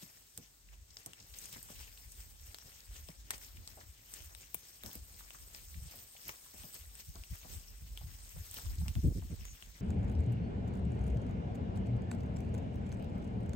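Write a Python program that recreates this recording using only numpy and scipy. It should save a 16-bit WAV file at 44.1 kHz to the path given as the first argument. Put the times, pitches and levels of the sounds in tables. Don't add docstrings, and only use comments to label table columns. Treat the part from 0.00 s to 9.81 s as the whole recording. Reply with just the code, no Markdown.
import sys
import numpy as np
from scipy import signal
from scipy.fft import rfft, irfft, next_fast_len
from scipy.io import wavfile
from scipy.ndimage import uniform_filter1d, map_coordinates

SR = 44100
rng = np.random.default_rng(int(sys.argv[2]) if len(sys.argv) > 2 else 0)


def inscribe(sig):
    pcm = np.round(np.clip(np.atleast_2d(sig).T, -1, 1) * 32767)
    wavfile.write(sys.argv[1], SR, pcm.astype(np.int16))


N = 432621
TOP_HZ = 15900


# freq_hz, level_db
LEAF_EQ = [(100, 14.5), (300, 0.5), (600, 0), (1200, -2.5), (2100, 1.5), (3200, 1.5), (4500, -5),
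           (5000, -1), (5350, 3.5), (6600, 3), (8000, -2.5), (10000, -36), (16000, -53)]
STEM_EQ = [(2000, -12), (5000, -6), (7300, -7.5), (8400, 1.5), (10300, -9), (12300, -7), (13400, -4),
           (15500, -2)]
def grass():
    leaf_db, stem_db = brushing()
    fractures_per_s = 3000 * unit(amp(leaf_db))
    leaves = patchy(crackle(fractures_per_s, hiss_share=.52), depth_db=3)
    stems = patchy(crackle(fractures_per_s, hiss_share=.6), depth_db=2)
    leaves = coloured(leaves, LEAF_EQ) * amp(leaf_db + 1.3 * wobble(50))
    stems = coloured(stems, STEM_EQ) * amp(stem_db + 1.43 * wobble(55))
    return leaves + stems


# time_s, leaf_db, stem_db
HERD_SHUFFLE = [(0, -63, -57.5), (0.35, -70, -62), (0.82, -80, -68), (1.2, -62.5, -65), (1.55, -63, -56),
                (2.35, -66, -60.5), (3.25, -65.5, -62), (4.75, -65.5, -58.5), (6.1, -69, -55),
                (6.65, -66, -56), (7.8, -66.5, -59.5), (8.55, -61, -54), (9.2, -64, -62),
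                (9.81, -61.5, -64.5)]
# peak_s, leaf_db, stem_over_leaf_db, length_s
LEG_SWISHES = [(0.026, -57.5, 4, 0.033), (0.431, -63, -14, 0.074), (0.733, -61.5, -17, 0.035),
               (0.984, -60.5, -5, 0.14), (1.423, -60.5, 6, 0.21), (1.538, -56.5, -16, .07),
               (1.717, -58, 4, 0.027), (1.801, -57, 1.5, 0.09), (2.202, -63, 8.5, 0.09),
               (2.477, -64, 7, .1), (2.671, -60, -4, 0.17), (2.788, -60, -1, 0.05), (2.966, -57, 5, 0.045),
               (3.079, -63.5, 6, 0.067), (3.343, -55, 1, 0.04), (3.435, -59, 5.5, 0.092),
               (3.702, -62.5, 0.5, 0.16), (4.169, -59.5, 4.5, 0.18), (4.418, -62, 3, 0.07),
               (4.647, -63, 0, .15), (4.866, -57.5, 7, .05), (4.935, -57, 1.5, .07), (5.194, -62, 3.5, .15),
               (5.355, -62, 5, 0.07), (5.558, -59, 3, .11), (5.923, -56.5, -10, 0.12),
               (6.174, -58.5, -10, 0.041), (6.288, -54, 4, 0.065), (6.6, -59, 5, 0.11),
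               (6.758, -58.5, 8, .08), (7, -59, 8, 0.046), (7.352, -58.5, -3, .09), (7.529, -59, 6.5, .14),
               (8.08, -64.5, -4, 0.18), (8.577, -54, 3, 0.06), (8.668, -61, 2, .06),
               (8.824, -70.5, 11, 0.45), (9.464, -64, -0.5, 0.38)]
def brushing(drop_db=11, rise_share=.73):
    t = np.arange(N) / SR
    leaf_power, stem_power = amp(curves(HERD_SHUFFLE)) ** 2
    for peak_s, leaf_db, stem_over_leaf_db, length_s in LEG_SWISHES:
        near = np.abs(t - peak_s) < 4 * length_s
        lengths_away = np.maximum((peak_s - t[near]) / rise_share, t[near] - peak_s) / length_s
        power = amp(leaf_db - drop_db * lengths_away) ** 2
        leaf_power[near] += power
        stem_power[near] += power * amp(stem_over_leaf_db) ** 2
    return 10 * np.log10([leaf_power, stem_power])


def crackle(fractures_per_s, hiss_share, spread_db=2.6, ring_s=.003, size=192):
    starts = np.flatnonzero(rng.random(N) < fractures_per_s / SR)
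    t = np.arange(size) / SR
    chance, pitch, *phases = rng.random((len(starts), 4)).T[..., None]
    envelopes = amp(spread_db * np.minimum(-np.log(chance), 4)) * decay(t, ring_s)
    positions = (starts[:, None] + np.arange(size)).ravel()
    cracks = []
    for phase in phases:
        grains = envelopes * np.sin(2 * np.pi * (TOP_HZ * pitch * t + phase))
        cracks.append(np.bincount(positions, grains.ravel(), N)[:N])
    return np.sqrt(1 - hiss_share) * unit(np.array(cracks)) + np.sqrt(hiss_share) * noise(N)


def patchy(x, depth_db):
    spectrogram = signal.stft(x, nperseg=256)[2]
    patches = rng.standard_normal(spectrogram.shape[1:])
    for axis, size in [(0, 4), (0, 7), (1, 7), (1, 12)]:
        patches = uniform_filter1d(patches, size, axis)
    return signal.istft(spectrogram * amp(depth_db * unit(patches)), nperseg=256)[1][:, :N]


# freq_hz, level_db
WOOD_EQ = [(200, -8), (600, 0), (2000, -1), (3300, 1), (4500, -4), (7000, -7), (8500, 6.5), (11000, 1.5),
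           (16000, 0)]
# start_s, level_db, woody_db, brittle_db, ring_hz, pan_left_db
TWIG_SNAPS = [(0.3754, -28.5, -13, -6.5, 6370, -4), (0.9685, -34, -22.5, -52, 5100, 5),
              (1.0605, -28.5, -21, -11, 7100, -1), (1.1331, -38, -16, -26, 2790, 5),
              (1.3857, -31, -48, -21, 6753, 1), (1.4556, -33, -16, -10, 6600, 6),
              (1.628, -34.5, -30, -1, 8360, -2), (2.5446, -33, -12, -14, 4228, 2),
              (2.5849, -37.5, -11, -9, 5620, 2), (3.0864, -39, -7, -11, 5200, 3),
              (3.3057, -19.5, -20, -19, 1901, 1), (3.3362, -37, -3, -19, 2204, 5),
              (3.675, -32.5, -20.5, -27, 4400, 0.5), (4.1378, -30, -40, -18, 6326, 2),
              (4.349, -35.5, -14, -12, 3747, 8), (4.5443, -18.5, -23, 1.5, 2400, 8),
              (4.8349, -32, -5, 1, 3833, 1), (4.861, -33, -22, -13, 5523, 3),
              (4.9532, -31.5, -35, -5, 5220, -2), (5.305, -38, -13, -45, 2940, 5),
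              (5.547, -36, -13, -55, 5520, 4), (6.281, -27, -13, 27, 5250, -1),
              (6.2918, -30.5, -14.5, -66, 1930, 3), (6.7423, -32.5, -8, 9, 5373, -2),
              (7.1556, -42, -25, -36, 4590, 5), (7.236, -40, -12, -51, 2824, 3),
              (7.9741, -32.5, -6, -6.5, 3234, 3.5), (8.5118, -32.5, -44, -5, 6460, 1),
              (8.5422, -30.5, -8, 3, 2615, -2), (8.881, -30, -17, -22, 2550, 2.5),
              (8.9528, -39, -7, -17, 2652, 0), (9.4524, -36, -3.5, -6, 6450, -2),
              (9.624, -37, -7, -18, 2907, 3)]
def twigs(strain_s=.004, splinter_s=.05, trim_db=-27, size=8192):
    track, t = np.zeros((2, N)), np.arange(size) / SR - strain_s
    strain = .03 * decay(np.abs(t), .0061)
    for start_s, level_db, woody_db, brittle_db, ring_hz, pan_left_db in TWIG_SNAPS:
        fibres = noise(size) * amp(3 * rng.standard_normal(size))
        splinter_gain = .19 * amp(.45 * min(level_db + 28, 0))
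        tearing = .8 * decay(np.abs(t), .0035) + splinter_gain * decay(np.abs(t), splinter_s)
        force = fibres * np.where(t < 0, strain, tearing)
        force[:, round(strain_s * SR)] += 2.5
        thickness_eq = [(2500, woody_db + 10), (6500, .004), (13000, brittle_db + 7)]
        ring_db = lambda hz: 11 * resonance(hz, ring_hz, sharpness=6)
        snap = struck(force, lambda hz: along(WOOD_EQ, hz) + along(thickness_eq, hz) + ring_db(hz))
        centred = np.array([unit(side) for side in microphone(snap)])
        panned = amp(np.array([[.5], [-.5]]) * pan_left_db) * centred
        add(track, start_s - strain_s + .001, amp(level_db + trim_db) * unit(panned))
    return track


# start_s, level_db, pitch_hz
LITTER_CRUNCHES = [(0.687, -54.5, 2400), (0.729, -55.5, 922), (0.904, -47.5, 5200), (1.2, -43, 5200),
                   (1.338, -41.5, 4230), (1.44, -40, 7440), (1.527, -44, 3660), (1.56, -49, 950),
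                   (1.686, -47, 1140), (1.8, -49, 2500), (1.875, -46.5, 2530), (1.974, -47, 3280),
                   (3.31, -45, 1860), (3.335, -45, 600), (3.446, -42, 6500), (3.569, -45, 2550),
                   (3.811, -48, 1570), (4.203, -48, 2955), (5.204, -46.5, 1200), (5.346, -45.5, 1297),
                   (5.742, -47, 2307), (6.151, -52.5, 700.5), (6.164, -45, 2875), (6.293, -42, 960),
                   (6.461, -52.5, 1080), (6.633, -45, 3026), (7.159, -46, 1099), (7.429, -48, 2698),
                   (8.012, -47, 730), (8.361, -46.5, 713.7), (8.568, -38, 3304), (8.584, -42, 1300),
                   (8.656, -49, 1080), (8.814, -46, 760), (8.858, -46, 795), (8.96, -48, 744),
                   (9.222, -48, 693)]
def crunches(trim_db=-25, size=8192):
    track, t = np.zeros((2, N)), np.arange(size) / SR
    press = (1 - np.exp(-t / .0005)) * decay(t, .038)
    for start_s, level_db, pitch_hz in LITTER_CRUNCHES:
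        breaks = press * noise(size) * amp(9 * rng.standard_normal(size))
        crunch = struck(breaks, lambda hz: 30 * np.log10(resonance(hz, pitch_hz, sharpness=2.1) + .001))
        add(track, start_s, amp(level_db + trim_db) * unit(crunch))
    return track


# start_s, level_db, pitch_hz
STALK_CRACKS = [(1.528, -35, 9100), (1.569, -40, 8300), (2.12, -36.5, 8400), (2.205, -41, 8430),
                (2.414, -45, 8960), (2.805, -41, 5030), (3.38, -37, 8190), (3.805, -42, 5400),
                (4.914, -43, 3797), (4.931, -34, 13000), (5.912, -38, 8200), (5.959, -37, 13400),
                (6.254, -40, 5300), (6.612, -40, 13480), (6.953, -37, 8576), (7.007, -37, 5400),
                (7.355, -35, 13010), (8.292, -39, 8297), (8.754, -38, 8215)]
def stalks(thin_count=170, decay_s=.013, size=2048):
    track, t = np.zeros((2, N)), np.arange(size) / SR
    leaf_db = brushing()[0]
    total_push = np.cumsum(amp(leaf_db))
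    moments = np.searchsorted(total_push, rng.random(thin_count) * total_push[-1])
    level_scatter, pitch_scatter = np.clip(rng.standard_normal((thin_count, 2)), -2, 2).T
    thin_db = leaf_db[moments] + 9.5 + 2.3 * level_scatter
    thin_hz = 4400 * 2 ** (.65 * pitch_scatter)
    for start_s, level_db, pitch_hz in [*STALK_CRACKS, *zip(moments / SR, thin_db, thin_hz)]:
        burst = noise(size) * decay(t, decay_s)
        tick = struck(burst, lambda hz: 20 * np.log10(resonance(hz, pitch_hz, sharpness=3) + .001))
        add(track, start_s, amp(level_db) * tick / np.abs(tick).max())
    return track


# freq_hz, level_db
SOIL_EQ = [(30, -12), (70, -5), (125, 1.5), (175, 1.5), (240, -1.5), (400, -8.5), (600, -6), (1000, -13.5),
           (1600, -23), (4000, -57)]
# start_s, level_db, knock_db, decay_s
HOOF_THUDS = [(0.025, -46, -41, 0.12), (0.381, -47.5, -31, 0.14), (1.064, -50.5, -9, 0.18),
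              (1.559, -50, -25, 0.16), (1.698, -49, -1, 0.12), (3.088, -45, -18, 0.09),
              (3.304, -48, 28, 0.21), (3.771, -51, 16, 0.22), (4.546, -38.5, 16, 0.018),
              (4.838, -48, -13, 0.32), (4.862, -47, -9, .08), (4.954, -46.5, -15, 0.13),
              (5.935, -54, -2, 0.4), (6.293, -50.5, 12, 0.06), (6.541, -48.5, -6, 0.12),
              (6.635, -49.5, -12, 0.25), (7.152, -50.5, -4, 0.18), (7.447, -50, 2, 0.1),
              (8.57, -56, 17, 0.25)]
def hooves(start_hz=500, end_hz=150.6, glide_s=.0035, ring_s=.068, trim_db=2.5, size=16384):
    track, t = np.zeros((2, N)), np.arange(size) / SR
    pitch_hz = end_hz + (start_hz - end_hz) * np.exp(-t / glide_s)
    thump = .16 * np.sin(2 * np.pi * np.cumsum(pitch_hz) / SR) * decay(t, ring_s)
    for start_s, level_db, knock_db, decay_s in HOOF_THUDS:
        force = noise(size) * decay(t, decay_s)
        force[0] += thump
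        hardness_eq = [(200, 0), (700, .5 * (knock_db + 10.5))]
        thud = struck(force, lambda hz: along(SOIL_EQ, hz) + along(hardness_eq, hz))
        add(track, start_s, amp(level_db + trim_db) * thud / np.abs(thud).max())
    return track


# freq_hz, level_db
PUFF_EQ = [(25, -1.5), (68, 12.5), (120, 0), (170, 2), (215, -8), (275, -5), (330, -9), (390, -9.5),
           (480, -14.5), (1000, -19)]
# start_s, level_db, cutoff_hz, length_s
WIND_PUFFS = [(0.781, -56, 85.5, 0.053), (1.295, -55, 75, 0.045), (1.745, -52, 83, 0.098),
              (2.06, -50.5, 86, 0.024), (2.177, -51, 84.9, 0.038), (2.408, -53, 98, 0.052),
              (2.485, -53, 85.8, 0.038), (2.877, -50, 86, 0.071), (2.975, -52.5, 89, 0.077),
              (3.584, -53, 86.9, 0.055), (3.861, -52.5, 84.8, 0.066), (4.203, -52.5, 78.6, 0.085),
              (4.347, -55.5, 80.6, 0.056), (4.843, -50.5, 134.5, 0.042), (4.956, -49.5, 72.3, 0.076),
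              (5.169, -59, 70, 0.071), (5.674, -52, 80, 0.098), (5.755, -44, 178, 0.046),
              (5.814, -46.5, 153, 0.069), (6.799, -53.5, 83.6, .12), (7.079, -46.5, 127, 0.033),
              (7.162, -47, 94, 0.063), (7.309, -39.5, 170, 0.032), (7.554, -44, 90.1, 0.028),
              (7.818, -46.5, 166, 0.04), (7.897, -47, 108.9, 0.056), (8.009, -46, 158.3, 0.092),
              (8.34, -44.5, 141, 0.08), (8.652, -39, 95, 0.053), (8.781, -33.5, 207.5, 0.065),
              (8.856, -36, 224, 0.063), (8.96, -30.5, 248, 0.038), (9.037, -25, 390, 0.055),
              (9.102, -36, 477, 0.024), (9.151, -37, 451.4, 0.045), (9.205, -46.5, 287.6, 0.072),
              (9.301, -39, 444, 0.046), (9.527, -47.5, 176, 0.021)]
def puffs(fade_s=.01924, size=8192):
    track, t = np.zeros((2, N)), np.arange(size) / SR
    for start_s, level_db, cutoff_hz, length_s in WIND_PUFFS:
        ramp = np.minimum(t, length_s + fade_s - t) / fade_s
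        swell = np.sin(np.pi / 2 * np.clip(ramp, 0, 1)) ** 2
        colour_db = lambda hz: along(PUFF_EQ, hz) - 10 * np.log10(1 + (hz / cutoff_hz) ** 9)
        mid, side = swell * struck(noise(size), colour_db)
        puff = mid + .33 * side * np.array([[1], [-1]])
        gain = amp(level_db) * np.linalg.norm(swell) / np.linalg.norm(mid)
        add(track, start_s - fade_s / 2, gain * puff)
    return track


# freq_hz, level_db
RUMBLE_EQ = [(15, -81), (30, -4), (48, 12.5), (70, -3), (88, -3), (120, -18.5), (170, -22), (280, -27),
             (500, -44.5), (1500, -110)]
# time_s, level_db
BREEZE_FADER = [(0, -81), (0.35, -74.5), (0.75, -57), (1.15, -74), (1.7, -62.5), (2.45, -59.5), (2.73, -70),
                (2.95, -57), (3.6, -57), (4.05, -69), (4.25, -57.5), (4.6, -71), (5.15, -61.5), (5.5, -62),
                (5.8, -58), (6.04, -73), (7.0, -62), (8.05, -49), (8.5, -61.5), (8.75, -42.5), (9.2, -41.5),
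                (9.81, -60.5)]
def wind(eddy_db=3.5, eddies_per_s=15):
    mid, side = coloured(noise(N), RUMBLE_EQ)
    local_power = np.abs(uniform_filter1d(mid ** 2, size=2400))
    mid = unit(mid / np.sqrt(local_power + .016))
    strength_db = curves(BREEZE_FADER)[0] + eddy_db * wobble(eddies_per_s)
    return amp(strength_db) * (mid + .39 * side * np.array([[1], [-1]]))


def bird(start_s=9.444, length_s=.105, start_hz=6600, level_db=-55.5):
    progress = np.clip((np.arange(N) / SR - start_s) / length_s, 0, 1)
    pitch_hz = start_hz - 170 * progress + 400 * wobble(1100)
    envelope = np.interp(progress, [0, .07, .8, 1], [0, 1, .55, 0])
    note = envelope * np.sin(2 * np.pi * np.cumsum(pitch_hz) / SR)
    return amp(level_db) * np.array([note, np.zeros(N)])


# freq_hz, level_db
AIR_EQ = [(40, -8), (100, -4), (260, -11.5), (1000, -15.5), (3000, -15), (8500, -9), (12000, -23.5),
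          (16000, -18)]
def air(level_db=-67):
    return amp(level_db) * coloured(noise(N), AIR_EQ)


# freq_hz, t60_s
FOREST_DECAY = [(200, 0.6), (2000, 0.29), (6000, 0.096), (14000, 0.032)]
def forest(x):
    hz, t, spectrogram = signal.stft(noise(SR // 2), SR, nperseg=256)
    fading = spectrogram * decay(t, along(FOREST_DECAY, hz)[:, None])
    tail = signal.istft(fading, SR, nperseg=256)[1]
    return signal.fftconvolve(x, tail / np.linalg.norm(tail[0]), axes=1)[:, :N]


# freq_hz, left_lead_rad
PORT_PHASE = [(50, 0), (400, .6), (900, 2), (1500, 3.1), (2100, 3.6), (3000, 5.5), (4300, 7.1), (5300, 8.8),
              (6100, 9.4), (6600, 6.2), (8500, 4.9), (9300, 3.7), (10400, 3.1), (11300, 2.4), (12000, .9),
              (13500, 0), (15500, -1.4)]
# freq_hz, pan_left_db
PORT_BALANCE = [(200, 0.5), (700, 2.5), (1400, 4), (1950, 7.5), (2400, 4.5), (2900, 3.5), (4300, -0.5),
                (5300, 9), (6300, 1.5), (7300, -1.5), (9000, 2.5), (16000, 1)]
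# freq_hz, likeness
PORT_LIKENESS = [(100, 0.93), (600, 0.61), (1600, 0.27), (3000, 0.19), (6300, 0.25), (8200, 0.65),
                 (10000, 1), (11800, 0.89), (13400, 0.75), (15500, 0.43)]
def microphone(pair):
    width = lambda hz: np.arccos(np.clip(along(PORT_LIKENESS, hz), 0, 1)) / 2
    direct, scattered = filtered(pair, lambda hz: np.array([np.cos(width(hz)), np.sin(width(hz))]))
    sides = np.array([[.5], [-.5]])
    body = lambda hz: amp(sides * along(PORT_BALANCE, hz)) * np.exp(1j * sides * along(PORT_PHASE, hz))
    return filtered(np.array([direct + scattered, direct - scattered]), body)


def amp(db):
    return 10 ** (np.asarray(db) / 20)


def decay(t, t60_s):
    return amp(-60 * t / t60_s)


def noise(size):
    return rng.standard_normal((2, size))


def unit(x):
    return x / np.sqrt(np.mean(x ** 2) + 1e-20)


def along(points, hz):
    freqs, values = np.transpose(points)
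    return np.interp(np.log(hz + 1), np.log(freqs + 1), values)


def curves(rows):
    time_s, *columns = np.transpose(rows)
    return [np.interp(np.arange(N) / SR, time_s, column) for column in columns]


def wobble(knots_per_s):
    knots = rng.standard_normal(int(N * knots_per_s / SR) + 4)
    return map_coordinates(knots, [np.arange(N) * knots_per_s / SR])


def resonance(hz, centre_hz, sharpness):
    return 1 / np.sqrt(1 + (sharpness * (hz / centre_hz - centre_hz / (hz + 1))) ** 2)


def filtered(x, response):
    length = x.shape[-1]
    size = next_fast_len(length + 8192)
    return irfft(rfft(x, size) * response(np.fft.rfftfreq(size, 1 / SR)), size)[..., :length]


def coloured(x, eq):
    return unit(filtered(x, lambda hz: amp(along(eq, hz))))


def struck(force, gain_db):
    size = force.shape[-1]
    cepstrum = irfft(np.log(amp(gain_db(np.fft.rfftfreq(size, 1 / SR)))), size)
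    cepstrum[1:size // 2] *= 2
    cepstrum[size // 2 + 1:] = 0
    return irfft(rfft(force) * np.exp(rfft(cepstrum)), size)


def add(track, start_s, sound):
    part = track[..., max(round(start_s * SR), 0):][..., :sound.shape[-1]]
    part += sound[..., :part.shape[-1]]


def scene():
    snaps, steps, note = twigs(), crunches() + stalks(), bird()
    birdcall = note + forest(note)
    echo = forest(amp(-17) * snaps + amp(-11.5) * steps)
    clearing = grass() + steps + hooves() + birdcall + echo + air()
    return microphone(clearing) + snaps + puffs() + wind()


def record(dry):
    low_cut_hz = 42
    return filtered(dry, lambda hz: (hz < TOP_HZ) / np.sqrt(1 + (low_cut_hz / (hz + 1)) ** 6))


dry = scene()
out = record(dry)
inscribe(out)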